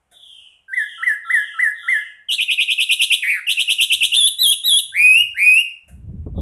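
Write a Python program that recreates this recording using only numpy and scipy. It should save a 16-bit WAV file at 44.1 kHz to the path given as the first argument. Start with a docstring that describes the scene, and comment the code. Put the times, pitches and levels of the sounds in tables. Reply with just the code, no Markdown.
"""Under a porch roof a caged songbird sings close by: five arched whistles, a fast trill broken by a buzz,
three high slurs, two long rising whistles. Membranes in its syrinx make the tone and its flutter;
throat and beak shape the overtones; cage, walls and roof reflect them. Farther off another bird gives
wheezy falling calls. The singer hops on its perch twice; at the end a gust buffets the microphone."""
import sys
import numpy as np
from scipy import signal
from scipy.fft import rfft, irfft, next_fast_len
from scipy.io import wavfile
from scipy.ndimage import uniform_filter1d, minimum_filter1d

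SR = 44100
rng = np.random.default_rng(int(sys.argv[2]) if len(sys.argv) > 2 else 0)


def generate_wav(sig):
    """Save sig (samples, or channels by samples) to the path in sys.argv[1] as 16-bit PCM at SR."""
    pcm = np.round(np.clip(np.atleast_2d(sig).T, -1, 1) * 32767).astype(np.int16)
    wavfile.write(sys.argv[1], SR, pcm)


N = 282681
TIME_S = np.arange(N) / SR

# Noise spectra. Each row: frequency in Hz, relative level in dB.
AIR_SPECTRUM = [(20, -11.5), (60, 0.5), (150, -8.5), (300, -16), (800, -10.5), (2000, -19.5), (2900, -20),
                (4500, -34), (9000, -26.5), (13000, -37)]
GUST_SPECTRUM = [(20, -28.5), (35, -10.5), (50, -4.5), (70, 4), (110, -3.5), (170, -10.5), (300, -28),
                 (500, -39.5), (1000, -64.5), (2500, -95)]
BUFFET_SPECTRUM = [(20, -43), (70, 2), (160, -2), (300, -5.5), (600, -15.5), (1100, -32), (2500, -96)]
PERCH_SPECTRUM = [(100, -4), (400, -4), (700, 11), (1000, -24), (1500, 6), (2500, -12.5), (4500, -22),
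                  (7000, -7), (10000, 1.5), (13000, -10)]
CRACKLE_SPECTRUM = [(20, -1.5), (80, -3.5), (200, -2.5), (500, -4), (1200, -5), (2500, -5), (4500, -24.5),
                    (13000, -31)]
RASP_SPECTRUM = [(3000, -42), (4800, -11.5), (6200, -14.5), (7600, -6), (8800, 0.5), (10300, -6.5),
                 (11500, -5.5), (13000, -9.5)]
# Near reflections. Each row: delay in seconds, gain.
WALL_ECHOES = [(.0019, 0.062), (.0043, -0.19), (.0071, .11), (0.0084, .09), (0.0135, -0.1)]
# Porch reverberation. Each row: frequency in Hz, T60 in seconds.
PORCH_DECAY = [(300, 0.58), (1300, .55), (2000, 0.51), (3000, 0.4), (5000, 0.4), (10000, 0.33),
               (13000, 0.098)]
# Wind swells. Each row: peak time in seconds, half-width in seconds, level in dB.
WIND_GUSTS = [(4.0, 0.095, -56), (5.132, 0.2, -51), (5.96, 0.064, -40.5), (6.14, 0.096, -27),
              (6.42, 0.11, -21.5)]
# Sharp wind hits. 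Each row: start in seconds, level in dB.
WIND_BUFFETS = [(6.088, -44), (6.263, -27.5), (6.348, -31), (6.377, -21.5)]
# Far bird's calls. Each row: start in seconds, length in seconds, level in dB.
FAR_CALLS = [(0.096, 0.54, -39.5), (0.709, 0.51, -37), (1.223, .5, -36), (1.727, 0.47, -35.5),
             (6.342, 0.7, -39)]
# Its harmonics 1 to 3. Each row: relative level in dB, spread in Hz.
FAR_HARMONICS = [(-5, 228), (-33, 1100), (-23.5, 1100)]
# Hops on the perch. Each row: start in seconds, level in dB.
PERCH_HOPS = [(.112, -53.5), (5.878, -53.5)]
# Overtone response of throat and open beak. Each row: frequency in Hz, gain in dB.
TRACT_RESPONSE = [(3500, -30.5), (4700, -33.5), (5600, -38.5), (7000, -40), (8400, -26), (9400, -24.5),
                  (10300, -20), (11700, -25), (12800, -27.5)]
# The beak opens for higher syllables. Each row: turn pitch in Hz, brightness in dB.
BEAK_BRIGHTNESS = [(2450, -6.5), (2540, 1.5), (2630, 2.5)]
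# Arched whistles. Each row: leap time in seconds, lead-in pitch in Hz, top pitch in Hz,
# length after the leap in seconds, level in dB, dip at the top in dB.
ARCH_NOTES = [(.727, 1560, 2146, .13, -12.5, -18), (1.024, 1330, 2178, .13, -9.5, -20),
              (1.295, 1330, 2107, 0.14, -8.3, -11), (1.586, 1310, 2100, .128, -9, -8),
              (1.876, 1360, 2190, 0.14, -10.3, -1.5)]
# Trill. Each row: start in seconds, length in seconds, turn pitch in Hz, level in dB.
TRILL_SYLLABLES = [(2.284, 0.08, 2793, -14), (2.378, 0.069, 2460, -13), (2.478, 0.073, 2458, -12.5),
                   (2.574, 0.073, 2437, -11), (2.674, 0.072, 2473, -12.5), (2.776, 0.071, 2520, -10.5),
                   (2.886, 0.064, 2523, -10), (2.991, 0.066, 2600, -10), (3.098, .062, 2533, -8.5),
                   (3.465, 0.078, 2636, -12.5), (3.568, 0.068, 2530, -12), (3.674, 0.068, 2562, -11),
                   (3.781, 0.074, 2627, -10), (3.897, 0.063, 2600, -10), (4.004, .067, 2591, -9.5),
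                   (4.115, 0.059, 2690, -11)]
# Breakpoints of the buzz. Each row: time in seconds, pitch in Hz, level in dB.
BUZZ_CONTOUR = [(3.219, 2690, -21), (3.229, 2500, -16.5), (3.238, 2050, -17), (3.265, 2013, -17),
                (3.305, 2437, -12), (3.352, 2132, -18), (3.402, 1640, -29.5)]
# High slurs. Each row: start in seconds, delays to the step and to the break in seconds,
# high and low pitch in Hz, level in dB, relative onset level in dB.
SLUR_NOTES = [(4.161, 0.021, 0.11, 3676, 3347, -10.5, -1), (4.382, 0.035, 0.14, 4070, 3197, -10.5, -11),
              (4.634, .038, .151, 3964, 3297, -11, -11)]
# Rising whistles. Each row: start in seconds, length in seconds, delay to the second climb in seconds,
# level in dB, flutter depth in Hz.
RISE_NOTES = [(4.92, .313, .2, -7, 169), (5.343, .281, .188, -7.8, 216)]

RELEASE_DB = -12


def gain_of(db):
    """Decibels to amplitude."""
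    return 10 ** (np.asarray(db) / 20)


def unit_rms(x):
    """Scales to rms 1."""
    return x / np.sqrt(np.mean(x ** 2) + 1e-20)


def lookup(table, hz):
    """Interpolates a table over log frequency."""
    table_hz, value = np.transpose(table)
    return np.interp(np.log(hz + 1), np.log(table_hz + 1), value)


def add(mix, start_s, sound):
    """Mixes a sound in at start_s."""
    part = mix[..., max(round(start_s * SR), 0):][..., :sound.shape[-1]]
    part += sound[..., :part.shape[-1]]


def noise(spectrum, n=N):
    """Steady coloured noise, rms 1."""
    size = next_fast_len(n, True)
    colour = gain_of(lookup(spectrum, np.fft.rfftfreq(size, 1 / SR)))
    return unit_rms(irfft(rfft(rng.standard_normal(size)) * colour, size)[:n])


def wander(n, hz):
    """Smooth random motion up to about hz."""
    size = next_fast_len(max(n, SR // 4), True)
    lowpass = np.exp(-.5 * (np.fft.rfftfreq(size, 1 / SR) / hz) ** 2)
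    return unit_rms(irfft(rfft(rng.standard_normal(size)) * lowpass, size))[:n]


def ramp(t, length_s):
    """0 to 1 in length_s, then holds."""
    return np.clip(t / length_s, 0, 1)


def fades(n, attack_s, release_s):
    """Soft-edged envelope of n samples."""
    t = TIME_S[:n]
    return np.sin(np.pi / 2 * ramp(t, attack_s) * ramp(t[::-1], release_s)) ** 2


def bursts(rows, spectrum, rise_s, decay_s):
    """Short bursts of coloured noise."""
    envelope, t = np.zeros(N), TIME_S[:SR // 2]
    shape = (1 - np.exp(-t / rise_s)) * np.exp(-t / decay_s)
    for start_s, db in rows:
        add(envelope, start_s, gain_of(db) * shape / shape.max())
    return envelope * noise(spectrum)


def smear(x, t60_s, taps_per_s=2000):
    """Blurs a sound in time with a decaying spray of random taps."""
    t = TIME_S[:SR // 8]
    spray = rng.standard_normal(len(t)) * (rng.random(len(t)) < taps_per_s / SR)
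    spray *= gain_of(-60 * t / t60_s)
    return signal.fftconvolve(x, spray / np.linalg.norm(spray))[:N]


def air():
    """Quiet outdoor air."""
    return gain_of(-70.5) * noise(AIR_SPECTRUM)


def porch(x, build_s=.0007):
    """Diffuse tail; each band decays at its own rate."""
    hz, t, bands = signal.stft(rng.standard_normal(SR), SR, nperseg=256)
    bands = bands * gain_of(-60 * t / lookup(PORCH_DECAY, hz)[:, None])
    tail = signal.istft(bands, SR, nperseg=256)[1][:SR]
    tail *= 1 - np.exp(-TIME_S[:SR] / build_s)
    return signal.fftconvolve(x, tail / np.linalg.norm(tail))[:N]


def near_walls(x):
    """Direct sound plus single echoes off cage floor and walls; they ripple a gliding tone."""
    out = x.copy()
    for delay_s, gain in WALL_ECHOES:
        add(out, delay_s, gain * x)
    return out


def wind():
    """Low turbulence at the microphone: swells and a few sharper buffets."""
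    swell = sum(gain_of(db) * np.exp(-((TIME_S - at_s) / width_s) ** 2)
                for at_s, width_s, db in WIND_GUSTS)
    gusts = swell * noise(GUST_SPECTRUM)
    return gusts + bursts(WIND_BUFFETS, BUFFET_SPECTRUM, rise_s=.0023, decay_s=.017)


def far_bird(start_hz=3577, end_hz=2720, peak_share=.42):
    """Hoarse falling calls: irregular flutter smears each harmonic into a band."""
    out = np.zeros(N)
    for start_s, length_s, db in FAR_CALLS:
        n = int(length_s * SR)
        phase = 2 * np.pi * np.cumsum(np.linspace(start_hz, end_hz, n)) / SR
        swell = gain_of(db - 78 * (np.linspace(0, 1, n) - peak_share) ** 2)
        swell *= fades(n, attack_s=.057, release_s=.086)
        for k, (harmonic_db, spread_hz) in enumerate(FAR_HARMONICS, start=1):
            hoarse = wander(n, spread_hz) + 1j * wander(n, spread_hz)
            add(out, start_s, swell * gain_of(harmonic_db) * (hoarse * np.exp(1j * k * phase)).real)
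    return out + gain_of(-3.5) * porch(out)


def perch_hops():
    """Soft knocks as the singer lands on its perch."""
    return bursts(PERCH_HOPS, PERCH_SPECTRUM, rise_s=.005, decay_s=.042)


def crackle(song):
    """Faint uneven crackle riding on loud, rasping notes."""
    tone_rms, overtone_rms = np.sqrt(abs(uniform_filter1d(song ** 2, size=200, axis=1)))
    grit = unit_rms(gain_of(5.3 * wander(N, hz=110)))
    return gain_of(-31.5) * np.sqrt(tone_rms * overtone_rms) * grit * noise(CRACKLE_SPECTRUM)


def syrinx(centre_hz, swing_hz, db, bright_db, rasp_db, even_db, jitter, throat_hz):
    """One note from the membranes, as two rows: fundamental, overtones with rasp."""
    n = len(db)
    hz = (centre_hz + swing_hz) * (1 + jitter * wander(n, hz=300))
    phase, centre_phase = 2 * np.pi * np.cumsum([hz, centre_hz], axis=1) / SR
    # The throat tracks the centre pitch and trims far flutter sidebands.
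    throat = signal.butter(3, throat_hz, fs=SR, output="sos")
    baseband = signal.sosfiltfilt(throat, np.exp(1j * (phase - centre_phase)))
    tone = (baseband * np.exp(1j * centre_phase)).imag
    # Period doubling sets in at both ends of the range.
    subharmonic_db = np.interp(centre_hz, [2100, 2500, 3550, 3570], [-47, -51, -50.5, -33])
    tone += gain_of(subharmonic_db) * np.sin(phase / 2)
    overtones = gain_of(rasp_db) * noise(RASP_SPECTRUM, n)
    for k in range(2, 8):
        flicker_db = 3 * wander(n, hz=90)
        overtone_db = lookup(TRACT_RESPONSE, k * hz) + even_db * (k % 2 == 0) + flicker_db
        overtones += gain_of(overtone_db) * (k * hz < SR / 3) * np.sin(k * phase)
    overtones *= gain_of(bright_db + .17 * (db - db.max()))  # louder is brighter
    return gain_of(db) * fades(n, attack_s=.0074, release_s=.0082) * np.array([tone, overtones])


def flutter(db, depth_hz, rate_hz, uneven, dip_db):
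    """Membranes flick the pitch up and let it sink; the level ripples in step. Returns swing, level."""
    cycles = np.cumsum(rate_hz * (1 + uneven * wander(len(db), hz=60))) / SR
    angle = 2 * np.pi * (cycles - .37)
    swing_hz = depth_hz * (np.sin(angle) + .25 * np.sin(2 * angle))
    return swing_hz, db - dip_db * depth_hz / depth_hz.max() * np.cos(angle - .6)


def fluttered(contours, rate_hz, dip_db, **voice):
    """Sings contours of time, pitch, level and flutter depth."""
    out = np.zeros((2, N))
    for t, hz, db, depth_hz in contours:
        swing_hz, db = flutter(db, depth_hz, rate_hz, uneven=.14, dip_db=dip_db)
        add(out, t[0], syrinx(hz, swing_hz, db, **voice))
    return out


def beak(song, cutoff_hz):
    """The half-open beak holds back the highest overtones."""
    tone, overtones = song
    lowpass = signal.butter(8, cutoff_hz, fs=SR, output="sos")
    return np.array([tone, signal.sosfilt(lowpass, overtones)])


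def arches(lead_s=.048, leap_s=.009, sink_s=.066, rest_hz=1684.4):
    """Pure low whistles: soft lead-in, leap to the top, fading sink to a resting pitch."""
    attack_s, hold_s, dip_at_s, dip_width_s = .012, .051, .028, .012
    sag_hz_per_s, swell_db_per_s, fade_db_per_s = 710, 198.5, 137
    out = np.zeros((2, N))
    for leap_at_s, lead_hz, top_hz, length_s, level_db, dip_db in ARCH_NOTES:
        t = np.arange(-lead_s, length_s, 1 / SR)
        before_s, after_s = np.maximum(-t, 0), np.maximum(t, 0)
        aim_hz = rest_hz + (top_hz - rest_hz) * np.exp(-(after_s / sink_s) ** 3)
        hz = aim_hz + (lead_hz - aim_hz) * np.exp(-after_s / leap_s) + sag_hz_per_s * before_s
        db = level_db - 16.5 * (1 - ramp(t, attack_s)) - swell_db_per_s * before_s
        db += dip_db * np.exp(-((t - dip_at_s) / dip_width_s) ** 2)
        db -= fade_db_per_s * np.maximum(t - hold_s, 0)
        note = syrinx(hz, 0, db, bright_db=-7.5, rasp_db=-29, even_db=-6, jitter=.012, throat_hz=300)
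        add(out, leap_at_s - lead_s, note)
    return beak(out, cutoff_hz=12300)


def syllable_contour(length_s, turn_hz, level_db):
    """Swells on a clean fall, turns, climbs in flicks. Times and slopes stretch to fit length_s."""
    nominal_s, turn_s, open_s, release_s = .064, .02, .0047, .016
    fall_hz_per_s, climb_hz_per_s, sag_db_per_s = 20000, 17000, 69.5
    t = np.linspace(0, nominal_s, int(length_s * SR))
    before_s, after_s = np.maximum(turn_s - t, 0), np.maximum(t - turn_s, 0)
    depth_hz = 526 * (1 - np.exp(-after_s / open_s))
    hz = turn_hz + fall_hz_per_s * before_s + climb_hz_per_s * after_s + .68 * depth_hz
    db = level_db - 6 * before_s / turn_s - sag_db_per_s * after_s
    db += RELEASE_DB * (1 - ramp(nominal_s - t, release_s))
    return hz, db, depth_hz


def trill(flutter_hz=116):
    """About ten syllables a second; each brightens as its flutter opens."""
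    out = np.zeros((2, N))
    for start_s, length_s, turn_hz, level_db in TRILL_SYLLABLES:
        hz, db, depth_hz = syllable_contour(length_s, turn_hz, level_db)
        swing_hz, db = flutter(db, depth_hz, flutter_hz * (depth_hz > 0), uneven=.15, dip_db=4.5)
        bright_db = lookup(BEAK_BRIGHTNESS, turn_hz) + np.interp(depth_hz, [0, 500], [-7, 5.5])
        note = syrinx(hz, swing_hz, db, bright_db, rasp_db=-24.5, even_db=10, jitter=.02, throat_hz=844)
        add(out, start_s, note)
    return beak(out, cutoff_hz=11100)


def buzz_contour(start_depth_hz=138, end_depth_hz=372):
    """Falls, rises and falls with rounded corners while the flutter widens."""
    times_s, *columns = np.transpose(BUZZ_CONTOUR)
    t = np.arange(times_s.min(), times_s.max(), 1 / SR)
    hz, db = (uniform_filter1d(np.interp(t, times_s, column), size=180) for column in columns)
    return t, hz, db, np.linspace(start_depth_hz, end_depth_hz, len(t))


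def slur_contour(start_s, step_at_s, break_at_s, high_hz, low_hz, level_db, onset_db):
    """Scoops up, steps down, curls up again, breaks into a falling flutter."""
    scoop_hz, scoop_s, step_s, curl_hz, curl_s = 445, .013, .028, 284, .012
    attack_s, break_s, fall_hz_per_s, fade_db_per_s = .034, .024, 17000, 400
    t = np.arange(0, break_at_s + break_s, 1 / SR)
    stepped_s, broken_s = np.maximum(t - step_at_s, 0), np.maximum(t - break_at_s, 0)
    hz = low_hz + (high_hz - low_hz) * np.exp(-(stepped_s / step_s) ** 1.5)
    hz -= scoop_hz * np.exp(-t / scoop_s)
    hz += curl_hz * np.exp(np.minimum(t - break_at_s, 0) / curl_s) - fall_hz_per_s * broken_s
    db = level_db + onset_db * (1 - ramp(t, attack_s)) - fade_db_per_s * broken_s
    depth_hz = 25.6 + 485 * ramp(broken_s, length_s=.0022)
    return start_s + t, hz, db, depth_hz


def rise_contour(start_s, length_s, climb_at_s, level_db, depth_hz):
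    """Soft lead-in, fluttering slide to a calmer tilted plateau, second climb, final flick."""
    lead_s, lead_hz, slide_s, plateau_hz, tilt_hz_per_s = .015, 1580, .026, 2430, 550
    climb_hz, climb_s, flick_hz, flick_s = 290, .05, 257.6, .0044
    onset_db, swell_s, release_s, open_s, calm_s = -29, .031, .024, .02, .078
    t = np.arange(0, length_s, 1 / SR)
    after_s = np.maximum(t - lead_s, 0)
    hz = plateau_hz + (lead_hz - plateau_hz) * np.exp(-after_s / slide_s) + tilt_hz_per_s * after_s
    hz += climb_hz * (1 - np.exp(-(np.maximum(t - climb_at_s, 0) / climb_s) ** 2))
    hz += flick_hz * np.exp((t - length_s) / flick_s)
    db = level_db + onset_db * np.exp(-after_s / swell_s)
    db += RELEASE_DB * (1 - ramp(length_s - t, release_s))
    opening = ramp(after_s, open_s) * np.exp((open_s - after_s) / calm_s)
    return start_s + t, hz, db, depth_hz * opening


def fluttering_song():
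    """The song after the arches: trill, buzz, slurs, rising whistles."""
    song = trill()
    song += fluttered([buzz_contour()], rate_hz=190, dip_db=5,
                      bright_db=-4, rasp_db=-49, even_db=5, jitter=.03, throat_hz=413)
    song += fluttered([slur_contour(*row) for row in SLUR_NOTES], rate_hz=120, dip_db=-1,
                      bright_db=16, rasp_db=-43, even_db=-1.5, jitter=.0076, throat_hz=700)
    song += fluttered([rise_contour(*row) for row in RISE_NOTES], rate_hz=190, dip_db=6,
                      bright_db=-3.5, rasp_db=-33.5, even_db=5, jitter=.0054, throat_hz=420)
    return song


def scene():
    """Stereo mix: all centred except a faint stereo shimmer on the highest overtones."""
    arched, fluttering = arches(), fluttering_song()
    song = arched + fluttering
    tone, overtones = song
    # The beak beams the centred treble away; it returns off bars and walls.
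    treble = gain_of(-14.5) * fluttering[1] + gain_of(-1.5) * smear(fluttering[1], t60_s=.024)
    treble += smear(arched[1], t60_s=.074)  # the bird faces away for the arches: more smear
    hops = perch_hops()
    reverb = porch(gain_of(-11.5) * tone + gain_of(-7.5) * overtones + gain_of(-10) * hops)
    mid = near_walls(tone + hops) + treble + reverb + far_bird()
    mid += crackle(song) + wind() + air()
    shimmer = gain_of(-12) * smear(overtones, t60_s=.1)
    return np.array([mid + shimmer, mid - shimmer])


def record(dry):
    """Fast limiter on the loudest whistles, then a low-pass."""
    ceiling, window_samples, cutoff_hz = .76, 160, 13150
    peak = -minimum_filter1d(-abs(dry).max(0), window_samples)
    reduction = uniform_filter1d(np.maximum(peak / ceiling, 1), window_samples)
    lowpass = signal.firwin(401, cutoff_hz, window=("kaiser", 9), fs=SR)
    return signal.oaconvolve(dry / reduction, lowpass[None], "same", axes=1)


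dry = scene()
out = record(dry)
generate_wav(out)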